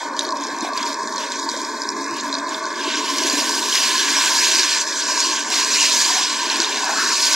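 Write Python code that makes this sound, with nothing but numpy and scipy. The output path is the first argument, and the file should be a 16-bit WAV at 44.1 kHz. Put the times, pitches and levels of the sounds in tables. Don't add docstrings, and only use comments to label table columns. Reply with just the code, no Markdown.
import sys
import numpy as np
from scipy import signal
from scipy.fft import rfft, irfft, next_fast_len
from scipy.io import wavfile
from scipy.ndimage import uniform_filter1d, map_coordinates

SR = 44100
rng = np.random.default_rng(int(sys.argv[2]) if len(sys.argv) > 2 else 0)


def put_to_file(sound):
    columns = np.atleast_2d(sound).T
    safe = np.clip(columns, -1, 1)
    whole_steps = np.round(safe * 32767)
    wavfile.write(sys.argv[1], SR, whole_steps.astype(np.int16))


def decibels_to_gain(level_db):
    exponent = np.asarray(level_db, float) / 20
    return 10 ** exponent


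N = 324135
MIDDLE_DB = -28


def unit(x):
    return x / np.sqrt(np.mean(x ** 2) + 1e-20)


def along(points, hz):
    f, v = np.transpose(points)
    return np.interp(np.log(hz + 1), np.log(f + 1), v)


def curves(rows):
    s, *columns = np.transpose(rows)
    return [np.interp(np.arange(N) / SR, s, column) for column in columns]


def swells(rows, rise):
    t = np.arange(N) / SR
    total = 0
    for s, length, db in rows:
        corners = [s - rise * length, s, s + (1 - rise) * length]
        total = total + db * np.sin(np.interp(t, corners, [0, np.pi / 2, 0]))
    return total


def wobble(rate):
    knots = rng.standard_normal(int(N * rate / SR) + 4)
    return map_coordinates(knots, [np.arange(N) * rate / SR])


def filtered(x, response):
    m = next_fast_len(N + 8192)
    return irfft(rfft(x, m) * response(np.fft.rfftfreq(m, 1 / SR)), m)[..., :N]


def coloured(x, spectrum):
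    return unit(filtered(x, lambda hz: decibels_to_gain(along(spectrum, hz))))


def patchy(x, depth_db, block):
    z = signal.stft(x, nperseg=block)[2]
    field = rng.standard_normal(z.shape[1:])
    field = uniform_filter1d(uniform_filter1d(field, size=5, axis=0), size=8, axis=1)
    return signal.istft(z * decibels_to_gain(depth_db * unit(field)), nperseg=block)[1][:, :N]


def patter(patchy_db, scatter_db):
    hits = rng.standard_normal((2, N)) * decibels_to_gain(scatter_db * rng.standard_normal(N))
    return patchy(hits, patchy_db, block=256)


def ringing(x, modes):
    def response(f):
        total = 0
        for k, (centre, width, db) in enumerate(modes):
            damping = 1j * f * width
            total = total + (-1) ** k * decibels_to_gain(db) * damping / (centre * centre - f * f + damping)
        return total
    return unit(filtered(x, response))


def bubbles(start, hz, size, cycles, rise, length):
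    n = np.arange(length)
    turns = hz[:, None] * n / SR
    wave = np.sin(2 * np.pi * turns * (1 + rise * turns / cycles))
    wave = wave * np.exp(-turns / cycles) * (1 - np.exp(-turns))
    at = np.round(start * SR).astype(int)[:, None] + n
    return np.bincount(at.ravel(), (size[:, None] * wave).ravel(), N + length)[:N]


def bursts(s, db, t60):
    n = np.arange(SR // 100)
    puff = rng.standard_normal((len(s), len(n))) * decibels_to_gain(db[:, None] - 60 * n / SR / t60)
    at = np.round(s * SR).astype(int)[:, None] + n
    return np.bincount(at.ravel(), puff.ravel(), N)[:N]


# frequency in Hz, left-right likeness from 0 to 1.
ALIKE = [(60, 0.85), (150, .998), (400, 1), (950, 0.98), (2400, 1), (6000, 0.96), (15000, 0.59)]


def spread(pair):
    turn = lambda hz: np.arccos(np.clip(along(ALIKE, hz), -1, 1)) / 2
    mid, side = filtered(pair, lambda hz: np.array([np.cos(turn(hz)), np.sin(turn(hz))]))
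    return np.array([mid + side, mid - side])


# share of the notch pitch, width in Hz.
HOLLOW = [(1, 260), (1, 500), (1.02, 200)]
# time in seconds, notch in Hz, share of spray caught from 0 to 1.
CUPPED = [(0, 2750, 0.8), (.2, 2680, 0.4), (.35, 2780, .8), (.45, 2850, .98), (.58, 2860, .98),
          (.66, 2950, 0.53), (.8, 2820, 0.25), (.95, 2900, 1), (1.15, 2750, 0.9), (1.25, 2900, 0.2),
          (1.45, 2750, 0.9), (2.02, 2870, 0.8), (2.14, 3300, 0.2), (2.22, 2890, 0.1), (3.498, 2630, 0),
          (3.68, 2150, 0.1), (3.75, 2270, 0.12), (4.78, 3280, 0.19), (4.86, 3050, 0.3), (4.96, 2700, 0.8),
          (5.03, 2470, 0), (5.08, 3330, 0.4), (5.19, 3160, 0.4), (5.25, 2030, 0.3), (5.36, 3020, 0),
          (5.48, 3240, 0.1), (5.52, 3180, 0), (5.7, 3270, 0.4), (5.82, 3360, 0.44), (5.95, 3200, 0),
          (6.4, 2880, 0), (6.8, 3180, 0), (6.95, 3200, 0), (7.1, 3000, 0.3), (7.35, 2840, 0)]
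# peak time in seconds, length in seconds, level
# change in dB.
COVERS = [(.12, 0.13, 0), (.35, 0.11, 1.5), (.95, .06, -0.5), (1.13, 0.26, 2), (1.45, 0.088, 2),
          (2.05, 0.76, 1.5), (2.23, 0.043, -2), (2.47, 0.078, -2), (4.8, 0.08, -2), (4.86, 0.066, -2.5),
          (5.05, 0.05, -1.5), (5.49, 0.25, -5), (5.69, 0.13, -1), (6.0, 0.081, 1)]
COVER_CLOSE = 0.88


def hollowed(x):
    f, t, z = signal.stft(x, SR, nperseg=1024)
    s, notch_hz, _ = np.transpose(CUPPED)
    pitch, f = np.interp(t, s, notch_hz), f[:, None]
    cover_db = np.interp(t, np.arange(N) / SR, swells(COVERS, COVER_CLOSE))
    wider = 1 + 0.75 * np.abs(cover_db)
    for share, width in HOLLOW:
        detuning = (share * pitch) ** 2 - f * f
        z = z * detuning / (detuning + 1j * f * width * wider + 1)
    return signal.istft(z, SR, nperseg=1024)[1][..., :N]


def trickle(count):
    clump = np.cumsum(decibels_to_gain(6 * wobble(25)))
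    pair = []
    for rows in rng.random((2, count, 4)):
        when, pitch, rarity, life = rows.T
        start = np.interp(when, clump / clump[-1], np.arange(N) / SR)
        size = (1 - .99 * rarity) ** -.55
        cycles = (2.5 + 9 * life ** 2.5)[:, None]
        pair.append(bubbles(start, 3400 * 2.06 ** pitch, size, cycles, rise=0.008, length=450))
    return unit(np.array(pair))


# time in seconds, spray level in dB.
SPRAY = [(0, -41.5), (.72, -40), (1.2, -33), (1.65, -34.5), (1.96, -37), (2.68, -34.5), (2.88, -30.5),
         (3.28, -22.5), (3.68, -23.5), (3.76, -20.5), (4.09, -21.5), (4.5, -17.5), (4.75, -19),
         (4.9, -24.5), (5.85, -18), (6.49, -25), (6.88, -25), (7.25, -17.5)]
# time in seconds, jets toward the microphone in dB, jets onto ceramic in dB.
AIM = [(0, -4, 3), (2.68, -4, 3), (2.95, -4, 7), (3.15, 4, 2), (3.3, 4, 1.5), (3.62, 5, -1), (3.88, 5, 3.5),
       (4.08, 2, 4), (4.35, 4.5, -0.5), (4.74, -2, 1), (4.82, -3, -1.5), (5.3, -3, -2), (5.7, 0.5, -0.5),
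       (5.83, -3, -1.5), (5.98, 1, -7), (6.25, -2, 1), (6.65, -2, 4.5), (7.05, -0.5, -4), (7.35, 3.5, -1.5)]
# peak time in seconds, length in seconds, splash in dB.
SPLASHES = [(.01, 0.14, 15), (.2, 0.16, 15), (.45, 0.34, 12), (.65, 0.11, 13.5), (.7, 0.074, 0),
            (.78, 0.16, 15.5), (.83, 0.099, 4), (.89, 0.1, 11.5), (1.21, 0.11, 8), (1.33, .12, 6.5),
            (1.56, 0.28, 6.5), (2.18, 0.12, 6.5), (2.25, 0.47, 3), (2.52, 0.12, 5.5), (2.86, 0.36, 4),
            (3.75, 0.096, 3.5), (4.22, 0.32, 1), (4.6, 0.34, 0), (5.1, .08, 3), (5.24, 0.35, 3.5),
            (5.55, 0.11, 3.5), (5.84, 0.33, 4.5), (4.97, 0.15, 3.5), (5.35, 0.071, 2), (6.07, 0.25, 5),
            (6.53, 0.17, 2.5), (7.0, 0.096, 3)]
# frequency in Hz, density in dB per Hz.
HISS = [(2400, -62), (2750, -38), (3050, -9), (3400, -35), (3900, -3), (5000, -1), (6000, -1.5), (7300, -5),
        (9000, -16), (10500, -41), (12000, -60)]
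BODY = [(900, -41), (1300, -7), (2000, -1), (2400, 3.5), (3000, 4.5), (3500, 4), (4500, -4), (5500, -50)]
MIST = [(7500, -21), (9000, 5), (10000, 1), (11700, -1.5), (13800, -6), (15600, -12.5), (18000, -30)]


def spray():
    (level_db,), (aim_db, bare_db) = curves(SPRAY), curves(AIM)
    over_db = level_db - MIDDLE_DB
    splash_db, cover_db = swells(SPLASHES, rise=0.33), swells(COVERS, COVER_CLOSE)
    hiss_db = level_db + 0.47 * splash_db + cover_db
    body_db = -39 + 1.27 * over_db + bare_db + splash_db + 1.07 * cover_db
    mist_db = -52.5 + over_db + aim_db + 0.78 * splash_db + 2 * cover_db
    flutter_db = 0.45 * wobble(30) + 0.6 * wobble(60)

    share = 0.056 + 0.35 / (1 + decibels_to_gain(12.5 * (hiss_db + 24.5)))
    jets = coloured(patter(patchy_db=2, scatter_db=2), HISS)
    hiss = decibels_to_gain(hiss_db + 1.0) * (np.sqrt(1 - share) * jets + np.sqrt(share) * trickle(count=4500))
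    body_db = body_db + 4.0
    body = decibels_to_gain(body_db) * coloured(patter(patchy_db=2, scatter_db=1.5), BODY)
    mist_db = mist_db + 7.5 + 5 * share * wobble(55)
    mist = decibels_to_gain(mist_db) * coloured(patter(patchy_db=-0.5, scatter_db=5), MIST)

    strong = 1 / (1 + decibels_to_gain(4 * (-40 - (body_db - 4.0))))
    clear = np.clip(1 - curves(CUPPED)[1], 0, 1) * strong
    return decibels_to_gain(flutter_db) * (hollowed(hiss + (1 - clear) * body) + clear * body + mist)


# time in seconds, flow in dB.
RUNOFF = [(0, -0.5), (.3, 1), (.6, -1), (.8, 1.5), (1.7, 2), (1.86, -0.5), (2.03, 3.5), (2.4, 0.5),
          (3.25, 4), (3.9, 1), (4.67, -1.5), (5.26, 1.5), (5.87, -2), (6.65, 0.5), (7.04, -1), (7.35, -0.5)]
# peak time in seconds, length in seconds, swell in dB.
SLOSHES = [(0.02, 0.56, 8.5), (.3, 0.35, 2.5), (.67, 0.13, 8.5), (1.2, 0.18, 5.5), (1.65, 0.3, 2.5),
           (1.96, 0.075, 2), (2.41, 1, 4.5), (3.3, .6, 7), (4.6, 0.24, 1.5), (5.12, 0.096, 6),
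           (6.65, 1, 2.5), (7.33, 0.42, 6.5)]
# peak time in seconds, length in seconds, change in dB.
SHEETS = [
    (1.3, 0.7, -1),
    (2.8, .4, 0.5),
    (4.2, .5, 1),
    (5.0, 0.38, 0),
    (5.7, 0.7, -2.5),
    (6.3, .5, -1),
    (6.7, 0.26, -2),
    (7.25, 0.24, 0),
]
# start in seconds, peak in dB,
# pitch in Hz.
SLUGS = [(0.489, -17, 433), (0.626, -8, 283), (0.648, -8, 705), (0.669, -11, 644), (0.689, -11, 645),
         (0.798, -21, 283), (1.539, -13.5, 497), (1.569, -16, 540), (2.877, -11.5, 340),
         (3.335, -12.5, 246), (3.598, -19, 297), (6.597, -17.5, 294), (6.859, -13, 880),
         (0.268, -16, 353), (0.621, -17, 283), (0.727, -17, 640), (0.812, -23, 256), (0.951, -29, 261),
         (1.111, -28, 256), (1.512, -26, 288), (2.291, -23, 285), (3.012, -23, 646), (3.245, -17, 278),
         (4.477, -20, 342), (4.816, -32, 342), (4.929, -24, 310), (5.119, -19, 600), (5.267, -27, 264),
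         (5.476, -29, 404), (5.883, -27, 310), (6.597, -20, 291)]
# frequency in Hz, width in Hz, level in dB.
BOWL = [(894.2, 33, -8), (958, 25.5, 3), (997.7, 35.6, 3), (1040.8, 28, 3.5), (1076.5, 21.7, 4),
        (1130.4, 74, -5)]
PIPE = [(190.2, 8.9, -9), (235.5, 11.5, -2), (251.4, 10, 3.5), (283, 18.2, 2), (340, 14.4, 3.5),
        (356.5, 15, 4.5), (433, 48.4, -7)]
RIM = [(1519, 98, 0), (1705, 33, 8.5), (1765, 54.4, 1), (2160, 130, -6.5), (2350, 57, -1),
       (2590, 110, -9.5)]
POOL = [(536, 43, 3.8), (564.3, 25, 13.6), (643, 38, 5.6)]


def basin():
    flow_db, over_db = curves(RUNOFF)[0], curves(SPRAY)[0] - MIDDLE_DB
    bowl_db = -30 + 0.23 * flow_db + 0.079 * swells(GULPS + FIZZES, rise=0.55)
    pipe_db = -37 + flow_db
    rim_db = -32.5 + 0.25 * over_db + 0.11 * swells(FIZZES, rise=0.78) + swells(SHEETS, rise=0.38)
    pool_db = -43 + swells(SLOSHES, rise=0.28)
    out = 0
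    for level_db, modes in ((bowl_db, BOWL), (pipe_db, PIPE), (rim_db, RIM), (pool_db, POOL)):
        broad = [(hz, 3 * width, 0) for hz, width, db in modes]
        feed = ringing(patter(patchy_db=1.2, scatter_db=2.0), broad)
        level_db = level_db + 0.26 + 0.49 * wobble(25) + 0.14 * wobble(3.37)
        out = out + decibels_to_gain(level_db) * ringing(feed, modes)
    out = patchy(out, depth_db=2, block=2048)
    s, db, hz = np.transpose(SLUGS)
    out[0] += bubbles(s, hz, decibels_to_gain(db + 0.5), cycles=1.54, rise=0.028, length=3000)
    return out


# peak time in seconds, length in seconds, swell in dB.
GULPS = [(.01, 0.13, 6), (.3, 0.95, 8.5), (0.647, 0.16, 11), (1.995, .4, 8), (2.537, 0.15, 12),
         (2.906, 0.34, -3), (3.55, 0.95, 9), (4.253, 1, 8.5), (4.85, 0.34, -10), (5.51, 0.28, 14),
         (5.82, 0.27, 1), (1.3, 0.33, -3), (2.05, .12, -6), (6.165, 0.28, 19), (6.64, 0.5, 13),
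         (6.898, 0.27, 23.5), (7.34, 0.09, 1)]
FIZZES = [(0.243, 0.98, 5), (0.854, 0.16, 14.5), (1.21, 0.27, 11), (2.1, 0.43, 7), (2.485, 0.42, 10),
          (4.242, 0.54, 20.5), (4.8, 0.45, 1), (5.077, 0.34, 9), (6.1, 0.87, 4), (6.655, 0.36, 14),
          (6.953, 0.27, 26), (7.09, 0.19, 28), (7.3, 0.24, -15)]
# peak time in seconds, length in seconds, swell in dB.
SQUELCHES = [
    (3.3, .5, 10),
    (3.76, .1, 16),
    (4.2, .5, 14),
    (4.6, .2, 10),
    (5.25, .2, 8),
    (5.827, 0.14, 25),
    (6.1, .3, 8),
    (6.53, .15, 12),
    (7.2, .3, 10),
]


def gurgle(count):
    gulp_db = -52.5 + swells(GULPS, rise=0.56)
    fizz_db = -55.5 + swells(FIZZES, rise=0.64)
    squelch_db = -58.5 + swells(SQUELCHES, rise=0.32)
    out = 0
    for level_db, low_hz in ((gulp_db, 690), (fizz_db, 1220), (squelch_db, 2100)):
        pops = []
        for when, pitch, size in rng.random((2, 3, count)):
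            pops.append(bubbles(when * N / SR, low_hz * 1.4 ** pitch, 0.9 + size, cycles=9, rise=0.03, length=800))
        out = out + decibels_to_gain(level_db + 1.5) * unit(np.array(pops))
    return out


# start in seconds, peak in dB, pitch in Hz.
SPECKS = [(0.0864, -24, 4510), (0.166, -16, 4550), (0.2314, -18, 4300), (0.2744, -22, 4480),
          (0.323, -15, 4190), (0.4464, -20, 5420), (0.469, -14, 5400), (0.586, -17, 7090),
          (0.6674, -27, 4100), (0.7804, -16, 4610), (0.8114, -17, 5050), (0.942, -12, 6060),
          (0.9712, -24, 5540), (0.9904, -29, 6190), (1.0091, -20, 5130), (1.0314, -13, 4970),
          (1.1243, -17, 4370), (1.163, -18, 4310), (1.4234, -25, 5040), (1.498, -12, 3940),
          (1.6164, -15, 6990), (1.7978, -21, 4590), (1.8354, -16, 5990), (1.8886, -13, 5570),
          (1.9874, -30, 4840), (2.0124, -26, 5240), (2.08, -19, 6200), (2.11, -15, 7760),
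          (2.141, -15, 6360), (2.166, -20, 5300), (2.2345, -19, 3930), (2.2794, -18, 5200),
          (2.384, -13, 5040), (2.4634, -25, 4390), (2.7284, -20, 5240), (2.785, -20, 5100),
          (4.812, -8, 6600), (5.5029, -8, 4100), (5.6471, -5, 6320), (6.5144, -7, 4200), (6.558, -7, 4300),
          (6.6185, -5, 4100), (6.6564, -11, 3900)]
# start in seconds, peak in dB.
SPITS = [(0.0812, -57), (0.0812, -48), (0.1381, -45), (0.1655, -45), (0.191, -40), (0.2299, -40),
         (0.3047, -48), (0.3436, -51), (0.3985, -44), (0.4359, -48), (0.4489, -47), (0.5447, -50),
         (0.5447, -47), (0.5861, -39), (0.7337, -51), (0.7701, -30), (0.8121, -41), (0.8275, -35),
         (0.8565, -34), (0.8674, -37), (0.8869, -32), (0.9193, -41), (0.9842, -47), (1.1288, -47),
         (1.1513, -42), (1.1623, -42), (1.2376, -47), (1.3049, -40), (1.3209, -39), (1.4262, -45),
         (1.5643, -43), (1.6162, -42), (1.702, -44), (1.7345, -46), (1.7828, -53), (1.7958, -49),
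         (1.8657, -49), (1.8876, -49), (1.9185, -45), (1.9909, -50), (2.0033, -44), (2.0123, -36),
         (2.0971, -48), (2.144, -39), (2.168, -31), (2.2463, -38), (2.2618, -34), (2.3176, -47),
         (2.4768, -47), (2.6589, -51), (2.6843, -49), (2.7287, -49), (2.7811, -47), (2.8809, -40),
         (2.9711, -33), (3.1394, -26), (3.2794, -24), (3.3294, -26), (4.812, -25), (5.2024, -21),
              (5.3961, -29), (5.5009, -24), (5.863, -23), (6.5685, -25), (6.8498, -26), (7.2194, -18)]
# frequency in Hz, density in dB per Hz.
SPIT = [(4000, -30), (6500, -2), (9000, 3), (12500, -4), (16000, -14)]


def specks():
    s, db, hz = np.transpose(SPECKS)
    ring = bubbles(s, hz, decibels_to_gain(db - 5.5), cycles=9.7, rise=0.0034, length=300)
    ring = ring + filtered(bursts(s, db, t60=0.016), lambda f: decibels_to_gain(along(HISS, f)))
    s, db = np.transpose(SPITS)
    spits = [filtered(bursts(s, db + 1, t60=.035), lambda f: decibels_to_gain(along(SPIT, f))) for side in (0, 1)]
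    return ring * np.array([[1], [0]]) + spits


# start in seconds, peak
# in dB, pitch in Hz, smaller bubble in dB.
SINGLE_DROPS = [(.1391, -30, 4200, -14), (0.1921, -2.5, 3810, -12), (.2104, -22, 4500, -14),
                (.2508, -13, 4300, -22), (0.29, -13.5, 4200, -18), (.306, -12.5, 5050, -11),
                (.3706, -24, 4770, -3), (0.409, -21, 6330, -12), (0.4377, -18, 6500, -7),
                (0.608, -10.5, 6100, -13), (.734, -16, 4300, -17), (0.776, -9, 4470, -18), (.829, -9, 4900, -12),
                (0.8647, -14.5, 4640, -15), (0.93, -16.5, 4900, -6), (1.074, -14, 4200, -9),
                (1.181, -15, 4260, -4), (1.3202, -13.5, 3970, -5), (1.39, -14, 5500, -19), (1.49, -7, 4520, -16),
                (1.5735, -18, 3900, -2), (1.649, -13, 5160, -17), (1.819, -10, 4930, -16), (1.89, -4.5, 5380, -32),
                (2.0426, -16.5, 5600, -7), (2.3275, -7.5, 3980, -28), (2.341, -7.5, 4770, -29),
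                (2.3518, -8, 3960, -31), (2.4915, -17, 6060, -3), (2.544, -15.5, 4340, -24),
                (2.6544, -19, 4530, -5), (3.1014, -13, 5100, -13), (3.1842, -11, 4830, -8),
         (3.2362, -8.5, 4330, -10), (3.299, -5, 4500, -15), (3.402, -9, 4900, -14), (3.493, -9.5, 5850, -8),
         (3.7265, -6.5, 3090, -22), (3.7544, -3, 2080, -11), (4.5553, -2, 4940, -22), (4.595, -9, 4540, -2),
         (5.2035, -7.5, 5000, -1), (6.5002, -4, 4140, -26), (6.602, -3, 4470, -14), (6.6453, -4, 3630, -27),
         (6.8427, -11, 4500, -16)]


def drops():
    s, db, hz, small_db = np.transpose(SINGLE_DROPS)
    crack_db = db - 5 + 0.64 * small_db
    late = rng.random((len(s), 4))
    n = np.arange(SR // 200)
    burst = rng.standard_normal((len(s), len(n))) * decibels_to_gain(-60 * n / SR / 0.012)
    at = (np.round(s * SR).astype(int)[:, None] + n).ravel()
    crack = np.bincount(at, (decibels_to_gain(crack_db)[:, None] * burst).ravel(), N)[:N]
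    out = np.tile(filtered(crack, lambda f: decibels_to_gain(15 + 1.14 * along(HISS, f))), (2, 1))

    partner_hz = 5700 + 1200 * late[:, 1]
    first_s, first_hz = s + 0.0042 + 0.015 * late[:, 0], hz * (0.9 + .3 * late[:, 1])
    second_s, second_hz = s + 0.0067 + 0.016 * late[:, 2], hz * (1.0 + 0.56 * late[:, 3])
    for side, lean_db in enumerate((-.5, .5)):
        size = decibels_to_gain(db + lean_db)
        partner = 1.05 * size * decibels_to_gain(small_db)
        out[side] += bubbles(s + 0.00031, partner_hz, partner, cycles=12.0, rise=0.017, length=300)
        out[side] += bubbles(s, hz, 1.2 * size, cycles=5.5, rise=0.01, length=400)
        out[side] += bubbles(first_s, first_hz, 0.3 * size, cycles=6, rise=0.01, length=400)
        out[side] += bubbles(second_s, second_hz, 0.25 * size, cycles=6, rise=.01, length=400)

    t = np.arange(SR // 10) / SR
    echo = rng.standard_normal(len(t)) * decibels_to_gain(-60 * t / 0.036) * (t > .0015)
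    echo = echo / np.linalg.norm(echo)
    return out + decibels_to_gain(-9) * signal.fftconvolve(out, echo[None], axes=1)[:, :N]


# time in seconds, left minus right in dB.
LEAN = [(0.0, -1.0), (6.2, -1), (6.84, -0.5), (7.35, -1)]


def scene():
    lean_db, = curves(LEAN)
    rumble = coloured(rng.standard_normal((2, N)), [(20, 8.5), (80, 2.5), (130, -16.0), (180, -60)])
    rumble = decibels_to_gain(-39.0 + 9.7 * wobble(30)) * rumble
    inside = hollowed(spread(basin() + gurgle(count=1800) + specks()) + drops())
    return inside + spread(spray()) * decibels_to_gain([lean_db / 2, -lean_db / 2]) + spread(rumble)


def low_pass(x):
    return signal.sosfilt(signal.butter(12, 15760, fs=SR, output="sos"), x)


# frequency in Hz, gain in dB.
MIC = [(25, -58), (100, -46.5), (150, -5.5), (185, -8), (220, 1), (9600, -1), (9750, -4), (16000, -1.5)]
# frequency in Hz, phase in radians by which left leads.
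LAG = [(1200, 0.13), (2500, -0.54), (3500, -0.47), (11000, -0.48), (15500, -.2)]


def record(dry):
    def ports(hz):
        lead = .5j * along(LAG, hz)
        return decibels_to_gain(along(MIC, hz)) * np.exp([lead, -lead])
    heard = filtered(dry, ports)
    heard = heard / (1 + np.abs(heard) ** 6) ** (1 / 6)
    heard = filtered(heard, lambda hz: hz < 15780)
    return low_pass(heard)


dry = scene()
out = record(dry)
put_to_file(out)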